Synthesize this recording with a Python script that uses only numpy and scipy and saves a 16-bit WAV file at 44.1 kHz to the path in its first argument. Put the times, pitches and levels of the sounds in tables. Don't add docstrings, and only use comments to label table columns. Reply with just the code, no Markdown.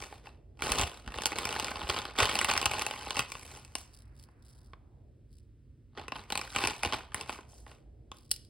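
import sys
import numpy as np
from scipy import signal
from scipy.fft import rfft, irfft, next_fast_len
from scipy.io import wavfile
from scipy.ndimage import uniform_filter1d

SR = 44100
rng = np.random.default_rng(int(sys.argv[2]) if len(sys.argv) > 2 else 0)


def store_pcm(level_fs):
    pcm = np.round(np.clip(level_fs, -1, 1) * 32767).astype(np.int16)
    wavfile.write(sys.argv[1], SR, np.atleast_2d(pcm).T)


N = 374409

# f/Hz, level/dB per Hz (relative)
RUMBLE_COLOUR = [(25, -21.5), (40, -2), (56, 4.5), (90, -2), (128, -4), (170, -18.5), (280, -16),
                 (450, -25), (800, -45.5), (1600, -44.5), (5000, -51.5), (15000, -60)]
# f/Hz, rms level/dB
HUM_TONES = [(129.2, -69), (226.1, -75.5)]
# t/s, level/dB, top edge f/Hz
HUSH_COURSE = [(0.5, -64, 649), (3.6, -68, 2404), (4.35, -70, 2305), (4.85, -69.5, 1147),
               (5.149, -65.5, 550), (5.7, -82, 398), (7.5, -62.5, 800), (8.301, -65.5, 552)]
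# f/Hz, level/dB per Hz (relative)
FILM_COLOUR = [(30, -17), (60, 0), (130, -5.5), (300, -3.5), (600, -3.5), (1100, -1.2), (1700, -4.5),
               (2250, -4), (2720, -3), (3800, -6.5), (5000, -6.5), (6400, -10), (10400, -13.5),
               (14000, -20.5), (16000, -26)]
# t/s, length/s, level/dB, brightness/dB (before the register trims)
HAND_MOVES = [(0, 0.0029, -44.5, -0.5), (0.091, 0.063, -61, -3.5), (0.241, 0.0081, -56, -7.5),
              (0.588, 0.022, -56, -7.5), (0.62, 0.137, -40, -3), (0.762, 0.052, -36, -2),
              (0.904, 0.073, -58, -2.5), (1.042, 0.068, -57, -9), (1.123, 0.11, -49, -7),
              (1.254, 0.056, -50, -5.5), (1.342, 0.36, -43.5, -6), (1.725, 0.13, -46.5, -10),
              (1.861, 0.13, -41.5, -7.5), (2.02, 0.08, -50, -12.5), (2.172, 0.058, -29.5, -9),
              (2.261, 0.17, -40, -5), (2.471, 0.033, -31.5, -8), (2.537, 0.13, -44, -7.5),
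              (2.691, 0.13, -41, -6.5), (2.865, 0.26, -49, -4.5), (3.15, 0.0098, -35.5, -4),
              (3.276, 0.3, -58.5, 3), (3.623, 0.1, -73.5, 4.5), (3.766, 0.012, -64, 15.5),
              (5.968, 0.016, -46.5, -15.5), (6.133, 0.051, -51.5, -8.5), (6.29, 0.17, -51.5, -5),
              (6.48, 0.056, -55, 2), (6.539, 0.16, -39.5, -6.5), (6.748, 0.039, -56.5, 1),
              (6.831, 0.012, -35.5, -8.5), (6.918, 0.014, -38, -8.5), (7.136, 0.082, -51, -6),
              (7.271, 0.063, -51.5, -1), (7.478, 0.12, -80, 17), (7.66, 0.066, -66.5, -0.5),
              (8.121, 0.039, -71.5, 1)]
# t/s, level/dB, brightness/dB (before the
# register trims), panel f/Hz, facet f/Hz
CREASE_SNAPS = [(0.0363, -48, -3, 1460, 2644), (0.1253, -47.5, -26.5, 776, 1790),
                (0.2694, -47, -14, 898, 2650), (0.5916, -51.5, -11, 899, 2628),
                (0.621, -30.5, -6, 1410, 2297), (0.719, -28.5, 3, 1460, 2618),
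                (0.7952, -31, -1.5, 734.3, 2576), (0.8127, -33, 4.5, 1157, 3290),
                (0.8333, -32.5, -10.5, 680, 2877), (1.0763, -41, -10, 1463, 1639),
                (1.1203, -45.5, -10, 1020, 2740), (1.141, -43, -13, 1101, 2760),
                (1.1851, -34.5, -12, 567.5, 2733), (1.2198, -40, 3.5, 840, 1714),
                (1.2355, -38.5, -1.5, 810, 4770), (1.2568, -27.5, 6.5, 900, 3208),
                (1.2662, -34, 5, 940, 4900), (1.3189, -34.5, -10.5, 1130, 1984),
                (1.328, -38.5, -12, 799, 2590), (1.3852, -32, -1, 970, 3324),
                (1.4529, -34, 3.5, 1080, 2400), (1.4901, -36, -1.5, 450, 2673),
                (1.5263, -35.5, -3, 880, 2855), (1.5622, -32.5, -14, 839.7, 1582),
                (1.5979, -31.5, -1, 925.6, 2803), (1.6449, -37, 3, 619.7, 4531),
                (1.6824, -38, -12, 1110, 2421), (1.7143, -36, -23, 820, 1541),
                (1.756, -38, -17.5, 1080, 2660), (1.8154, -37, -19.5, 940.4, 3304),
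                (1.897, -27.5, -6.5, 1159, 3198), (1.9, -27.5, -8.5, 1191, 4660),
                (1.9637, -33, -16.5, 999, 3100), (1.9785, -35, -14.5, 910, 2900),
                (1.9879, -32.5, -10, 1050, 3430), (2.053, -37, -9.5, 1162, 3220),
                (2.1865, -26, -7, 1240, 3303), (2.2031, -22, -8.5, 1111, 2509),
                (2.2298, -24.5, -7, 1140, 1829), (2.2546, -28.5, -3.5, 1130, 3061),
                (2.294, -28.5, -10, 1280, 3260), (2.312, -33, -10.5, 1060, 3370),
                (2.3537, -27.5, -3, 809, 2670), (2.3891, -26, -1, 1000, 2970),
                (2.4128, -26, -4, 1450, 1980), (2.4454, -26, -1.5, 920, 2701),
                (2.4995, -27.5, -9, 1000, 2559), (2.5128, -30, -2, 1051, 2710),
                (2.5369, -33, -1, 870, 4430), (2.5525, -33.5, -14, 1180, 2681),
                (2.5631, -31, -11, 1180, 1616), (2.5765, -29, 4.5, 1440, 2020),
                (2.6143, -32, 0, 1100, 4900), (2.6271, -30.5, -7, 1058, 2670),
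                (2.6565, -25, 0.5, 1070, 2730), (2.6605, -27, -3, 1220, 2730),
                (2.7129, -33.5, -2.5, 755, 2495), (2.7351, -33.0, -6.5, 940.4, 2680),
                (2.7937, -36, 2.5, 1140, 2599), (2.8128, -34.5, -8, 1160, 2182),
                (2.8198, -34.5, 3.5, 1050, 2702), (2.8645, -31, 0.5, 841, 2660),
                (2.9099, -34.5, -8.5, 780, 3030), (2.9375, -38.5, -16.5, 1050, 2100),
                (3.0695, -39.5, -28.5, 851, 2693), (3.1062, -32, -2.5, 1039, 3057),
                (3.1686, -30.5, -7, 1020, 2698), (3.1925, -25, -1.5, 1160, 2630),
                (3.2047, -34.5, -6.5, 1019, 2704), (3.3191, -40, 2.5, 1109, 2346),
                (3.3516, -40.5, -21, 1139, 2680), (3.6486, -58.5, 8.5, 1039, 2607),
                (3.7529, -39.5, 9.5, 1054, 2820), (5.9745, -42.5, -22.5, 450, 1838),
                (6.0812, -39.5, -7.5, 1031, 2604), (6.1205, -33.5, -18, 1029, 2700),
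                (6.156, -40.5, -27, 960, 2990), (6.164, -45, -14, 1030, 2650),
                (6.2375, -56, -6, 1030, 2114), (6.3025, -37, -6.5, 1069, 2970),
                (6.3225, -30.5, -3, 919, 3980), (6.3541, -30.5, -6.5, 1030, 4354),
                (6.3752, -33, 2.5, 791, 2459), (6.3922, -37.5, -10, 1121, 2615),
                (6.4131, -37, -3, 1270, 2400), (6.5614, -25.5, -6.5, 1221, 2368),
                (6.5847, -33, -5.5, 1020, 2710), (6.6174, -38, -20, 815.6, 2350),
                (6.6383, -25, -13.5, 951.5, 2600), (6.6485, -28.5, -10, 955, 2531),
                (6.6725, -28.5, 0.5, 938.7, 2450), (6.833, -26.5, -6, 763, 2480),
                (6.8486, -29.5, -8, 750, 2830), (6.9236, -30, -15.5, 1101, 3104),
                (6.9335, -30, -15, 990.5, 1529), (6.9405, -32.5, -16, 720.2, 2400),
                (7.1195, -49.5, -16, 1190, 1720), (7.1445, -33.5, 4, 1031, 2060),
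                (7.2106, -39.5, 1, 1050, 2678), (7.294, -33.5, -17, 951, 2540),
                (7.388, -50.5, -40, 1017, 1501), (7.531, -63.5, -29, 699, 3287),
                (7.6646, -54.5, -11, 1060, 1976), (7.715, -57, -9, 1130, 2775),
                (8.1163, -45, -7.5, 1098, 3460)]
# t/s, low shelf level/dB
PANEL_SLACK = [(0.8, 5.5), (1.5, 3.5), (2.3, -1.5), (2.8, 2.5), (3.25, 1.5), (3.8, 13), (6.1, 3.5),
               (6.8, -1), (7.5, 9.5)]
# t/s, level/dB (before the common puff level)
AIR_PUFFS = [(0.701, -28), (0.789, -30.5), (0.829, -27.5), (1.068, -31.5), (1.16, -36.5), (1.83, -33),
             (1.888, -38.5), (2.216, -29), (2.568, -38), (3.19, -36), (6.65, -38), (6.857, -31.5)]
# t/s, length/s, level/dB
PALM_RUBS = [(3.918, 0.072, -62.5), (4.144, 0.098, -70), (4.405, 0.12, -68.5), (4.562, 0.096, -72),
             (5.31, 0.048, -70), (8.17, 0.18, -70)]
# t/s, level/dB
BRITTLE_CRACKS = [(3.95, -60), (4.021, -61.5), (4.197, -57), (4.227, -61), (4.238, -56), (5.385, -65),
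                  (8.169, -58), (8.185, -57.5), (8.308, -47), (8.3124, -33), (8.3137, -22.5), (8.3159, -26),
                  (8.339, -43.5), (8.3621, -45), (8.449, -60.5)]
# f/Hz, level/dB per Hz (relative)
CRISP_COLOUR = [(450, -19), (1050, -27), (2000, -20), (2700, -10), (4300, -5), (4800, 0), (5500, -2),
                (6300, -12), (7900, -6), (9700, -7), (10400, -3), (12300, -13), (16000, -15)]
# t/s, level/dB, brightness/dB (before the register trims), low ring f/Hz, high ring f/Hz
PALM_TAPS = [(4.287, -63.5, -49, 1052, 2015), (4.7335, -47.5, -32, 1120, 1670)]
# f/Hz, lead/rad
PORT_LEAD = [(100, -.1), (1350, -.3), (2050, .5), (2900, -.4), (4950, -.1), (5350, 2.2), (6350, 2.3),
             (6950, 3.1), (7800, 5.7), (9400, 6.4), (12300, 9.3), (13400, 9.8), (15600, 12.2)]
# f/Hz, level/dB
PORT_LEVEL = [(60, -1.3), (1100, -1.7), (2000, -3.2), (2650, 3.2), (3600, -0.5), (15000, 0.2)]

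RUMBLE_DB = -55.5
BODY_TOP_HZ, EDGE_FROM_HZ = 1500, 5000
SNAP_SIZE = 2048
MOVE_ATTACK_S, MOVE_RISE_DB_PER_S, MOVE_RELEASE_DB_PER_S = 0.019, 648, 209
SEESAW = 0.17
RING_SHARE, RING_WIDTH_HZ, OTHER_MODES_DB = .015, 55, -4.5
RUB_TICKS_PER_S = 600
ROOM_T60_S, ROOM_DB, CRISP_ROOM_DB = 0.4, -14, -2.5
BASS_CUT_HZ, CUTOFF_HZ = 38, 16000


def from_db(db):
    return 10 ** (np.asarray(db) / 20)


def rms_one(x):
    return x / np.sqrt(np.mean(x ** 2) + 1e-20)


def at_hz(points, hz):
    f, value = np.transpose(points)
    return np.interp(np.log(hz + 1e-3), np.log(f), value)


def bins(size):
    return np.arange(size // 2 + 1) * SR / size


def low_pass(x, order, hz):
    return signal.sosfilt(signal.butter(order, hz, fs=SR, output="sos"), x)


def band_pass(x, edges_hz):
    return signal.sosfilt(signal.butter(2, edges_hz, "band", fs=SR, output="sos"), x)


def causal(gain):
    cepstrum = irfft(np.log(gain + 1e-6))
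    cepstrum[1:SNAP_SIZE // 2] *= 2
    cepstrum[SNAP_SIZE // 2 + 1:] = 0
    return np.exp(rfft(cepstrum))


def stereo_noise(width, size):
    mid, side = rng.standard_normal((2, size))
    return np.array([mid + width * side, mid - width * side])


def add(out, wave, s):
    i = max(round(s * SR), 0)
    out[:, i:i + SNAP_SIZE] += wave[:, :N - i]


def rumble():
    size = next_fast_len(N, True)
    spectrum = rfft(stereo_noise(0.13, size=size))
    noise = irfft(spectrum * from_db(at_hz(RUMBLE_COLOUR, bins(size))), size)
    return from_db(RUMBLE_DB) * rms_one(noise[:, :N])


def hum():
    t = np.arange(N) / SR
    out = np.zeros(N)
    for hz, level_db in HUM_TONES:
        tone = np.sin(2 * np.pi * (hz * t + rng.random()))
        out += from_db(level_db) * np.sqrt(2) * tone
    return out


def hush(slope_db_per_octave, count=9):
    s, level_db, top_hz = np.transpose(HUSH_COURSE)
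    t = np.arange(N) / SR
    top = np.interp(t, s, top_hz)
    out = np.zeros((2, N))
    edges = np.geomspace(300, 2800, count + 1)
    for low, high in zip(edges, edges[1:]):
        band = rms_one(band_pass(stereo_noise(0.71, size=N), [low, high]))
        tilt = from_db(slope_db_per_octave * np.log2(low / edges[0]))
        out += band * tilt / (1 + (low / top) ** 10)
    return out / np.sqrt(count) * from_db(np.interp(t, s, level_db))


def film_registers():
    hz = bins(SNAP_SIZE)
    under_body = 1 / (1 + (hz / BODY_TOP_HZ) ** 10)
    under_edge = 1 / (1 + (hz / EDGE_FROM_HZ) ** 10)
    shares = [under_body, (1 - under_body) * under_edge, 1 - under_edge]
    return [causal(from_db(at_hz(FILM_COLOUR, hz)) * np.sqrt(share)) for share in shares]


def register_levels(level_db, brightness_db):
    return level_db + np.array([-SEESAW, SEESAW, 1]) * brightness_db


def stroke(s, length_s):
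    t = np.arange(N) / SR - s
    rise_db = MOVE_RISE_DB_PER_S * np.clip(MOVE_ATTACK_S - t, 0, 1)
    release_db = MOVE_RELEASE_DB_PER_S * np.clip(t - length_s, 0, 1)
    return from_db(-rise_db - release_db)


def effort():
    power = np.full((3, N), 1e-12)
    for s, length_s, level_db, brightness_db in HAND_MOVES:
        gains = from_db(register_levels(level_db, brightness_db))
        power += np.outer(gains ** 2, stroke(s, length_s) ** 2)
    return 10 * np.log10(power)


def buckle(register, decay_s, rise_s, ring_db, width, ring_hz=None, count=3):
    t, hz = np.arange(SNAP_SIZE) / SR, bins(SNAP_SIZE)
    noise = stereo_noise(width, size=SNAP_SIZE)
    burst = noise * (1 - np.exp(-t / rise_s)) ** 2 * np.exp(-t / decay_s)
    scatter = rfft(rms_one(burst)) / np.sqrt(SNAP_SIZE)
    travel_s = rng.uniform(.0006, .0018)
    click = np.exp(-4j * np.pi * travel_s * np.sqrt(1000 * hz))
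    share = np.cumsum(np.abs(register))
    modes_hz = np.interp(rng.random(count), share / share[-1], hz)
    gains = from_db(OTHER_MODES_DB) * rng.choice([-1, 1], count)
    modes_hz[0], gains[0] = ring_hz or modes_hz[0], 1
    modes = 0
    for f, gain in zip(modes_hz, gains):
        modes = modes + gain / (1 + 1j * (hz - f) / (RING_SHARE * f + RING_WIDTH_HZ))
    wave = irfft((click * (1 + from_db(ring_db) * modes) + scatter) * register)
    return rms_one(wave) / np.sqrt(SNAP_SIZE)


def crackle(registers, effort_db, per_s, count=96):
    t = np.arange(N) / SR
    times = rng.uniform(0, N / SR, int(per_s * N / SR))
    flipping = np.interp(np.interp(times, t, effort_db[1]), [-54, -37], [.35, 1])
    times = times[rng.random(len(times)) < flipping]
    slips_s = np.arange(0, N / SR, .014)
    stress_db = 2.5 * np.interp(times, slips_s, rng.standard_normal(len(slips_s)))
    sizes_db = stress_db + 3.5 * np.minimum(rng.exponential(1, len(times)), 2.5)
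    firmness = from_db(np.interp(effort_db[1], [-75, -52], [-5, 0]))
    rubs_db, decays_s, trims_db = [-8, -11, -6.5], [.0022, .0014, .001], [-1.5, 0.6, -0.6]
    out = np.zeros((2, N))
    for register, level_db, rub_db, decay_s, trim_db in zip(registers, effort_db, rubs_db, decays_s, trims_db):
        wrinkles = [buckle(register, decay_s, rise_s=.0003, ring_db=15, width=.35) for _ in range(count)]
        sizes = from_db(sizes_db + rng.uniform(-6, 6, len(times)))
        grains = np.zeros((2, N))
        for k, (when, size) in enumerate(zip(times, sizes)):
            add(grains, size * wrinkles[k % count], when)
        rub = signal.oaconvolve(stereo_noise(0.15, size=N), irfft(register)[None], axes=1)[:, :N]
        mix = firmness * rms_one(grains) + from_db(rub_db) * rms_one(rub)
        power = uniform_filter1d(np.mean(mix ** 2, axis=0), int(.035 * SR))
        out += mix / np.sqrt(power + 1e-9) * from_db(level_db + trim_db)
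    return out


def snaps(registers, creases):
    out = np.zeros((2, N))
    decays_s, rings_db, trims_db = [.0034, .0027, .0015], [13, 15.5, 12], [-2.3, 2.2, 0]
    for s, level_db, brightness_db, panel_hz, facet_hz in creases:
        levels_db = register_levels(level_db, brightness_db) + trims_db
        pitches_hz = (panel_hz, facet_hz, None)
        for register, decay_s, ring_db, hz, db in zip(registers, decays_s, rings_db, pitches_hz, levels_db):
            wave = buckle(register, decay_s, rise_s=0.00029, ring_db=ring_db, width=0.17, ring_hz=hz)
            add(out, wave * from_db(db) * np.sqrt(0.0035 * SR), s)
    return out


def panels(x, shelf_hz):
    s, slack_db = np.transpose(PANEL_SLACK)
    boost = from_db(np.interp(np.arange(N) / SR, s, slack_db)) - 1
    return x + boost * low_pass(x, 1, shelf_hz)


def puffs(hz, swell_s, level_db):
    out, t = np.zeros(N), np.arange(N // 40) / SR
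    swell = t / swell_s * np.exp(1 - t / swell_s)
    for s, puff_db in AIR_PUFFS:
        pitch = hz * np.exp(rng.normal(0, 0.22))
        flap = rms_one(band_pass(rng.standard_normal(len(t)), [90, 260]))
        wave = swell * (np.sin(2 * np.pi * pitch * t) + from_db(-14.0) * flap)
        i = round(s * SR)
        out[i:i + len(t)] += from_db(puff_db + level_db) * wave[:N - i]
    return out


def crisp_rubs(ring_hz, tilt_db, count=64):
    out, hz = np.zeros((2, N)), bins(SNAP_SIZE)
    tilt = tilt_db * np.log2(1 + hz / EDGE_FROM_HZ)
    colour = causal(from_db(at_hz(CRISP_COLOUR, hz) + tilt))
    force = sum(from_db(level_db) * stroke(s, length_s) for s, length_s, level_db in PALM_RUBS)
    ticks = []
    for _ in range(count):
        pitch = ring_hz * rng.uniform(.85, 1.15)
        ticks.append(buckle(colour, .002, rise_s=.0004, ring_db=3, width=.2, ring_hz=pitch))
    for k, (when, size) in enumerate(rng.random((int(RUB_TICKS_PER_S * N / SR), 2))):
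        add(out, size ** 3 * ticks[k % count], when * N / SR)
    return rms_one(out) * force


def crisp_cracks(decay_s):
    out = np.zeros((2, N))
    colour = causal(from_db(at_hz(CRISP_COLOUR, bins(SNAP_SIZE))))
    for s, level_db in BRITTLE_CRACKS:
        wave = buckle(colour, decay_s, rise_s=.0005, ring_db=-20, width=.2)
        add(out, wave * from_db(level_db) * np.sqrt(0.0048 * SR), s)
    return out


def room(x, early_db, early_s, treble_t60_s, linger_db, linger_t60_s, linger_hz, width):
    t = np.arange(SR) / SR
    noise = stereo_noise(width, size=len(t))
    low = low_pass(noise, 1, 3000)
    tail = low * from_db(-60 * t / ROOM_T60_S) + (noise - low) * from_db(-60 * t / treble_t60_s)
    tail = rms_one(tail * (t > .005))
    early = rms_one(stereo_noise(width, size=len(t)) * np.exp(-t / early_s) * (t > .002))
    lower = low_pass(stereo_noise(width, size=len(t)), 4, linger_hz)
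    linger = rms_one(lower * from_db(-60 * t / linger_t60_s))
    answer = from_db(ROOM_DB) * tail + from_db(early_db) * early + from_db(linger_db) * linger
    return signal.fftconvolve(x, answer / np.sqrt(len(t)), axes=1)[:, :N]


def scene():
    registers, effort_db = film_registers(), effort()
    film = crackle(registers, effort_db, per_s=520) + snaps(registers, CREASE_SNAPS)
    packet = panels(film, shelf_hz=644)
    crisp = crisp_cracks(decay_s=0.0013) + crisp_rubs(ring_hz=4200, tilt_db=1.5) + snaps(registers, PALM_TAPS)
    air = puffs(hz=70.0, swell_s=0.008, level_db=-2.5)
    walls = room(packet + from_db(CRISP_ROOM_DB) * crisp, early_db=-9.5, early_s=0.0056, treble_t60_s=0.14,
                 linger_db=-37.5, linger_t60_s=1.3, linger_hz=1298, width=0.35)
    background = rumble() + hum() + hush(slope_db_per_octave=-0.5)
    return packet + crisp + walls + air + background


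def record(dry):
    size = next_fast_len(N + SNAP_SIZE, True)
    hz = bins(size)
    lead = np.exp(.5j * at_hz(PORT_LEAD, hz)) * from_db(at_hz(PORT_LEVEL, hz) / 2)
    ports = irfft(rfft(dry, size) * np.array([lead, 1 / lead]), size)[:, :N]
    ports = signal.sosfilt(signal.butter(4, BASS_CUT_HZ, "high", fs=SR, output="sos"), ports)
    return signal.sosfilt(signal.ellip(10, .2, 70, CUTOFF_HZ, fs=SR, output="sos"), ports)


dry = scene()
out = record(dry)
store_pcm(out)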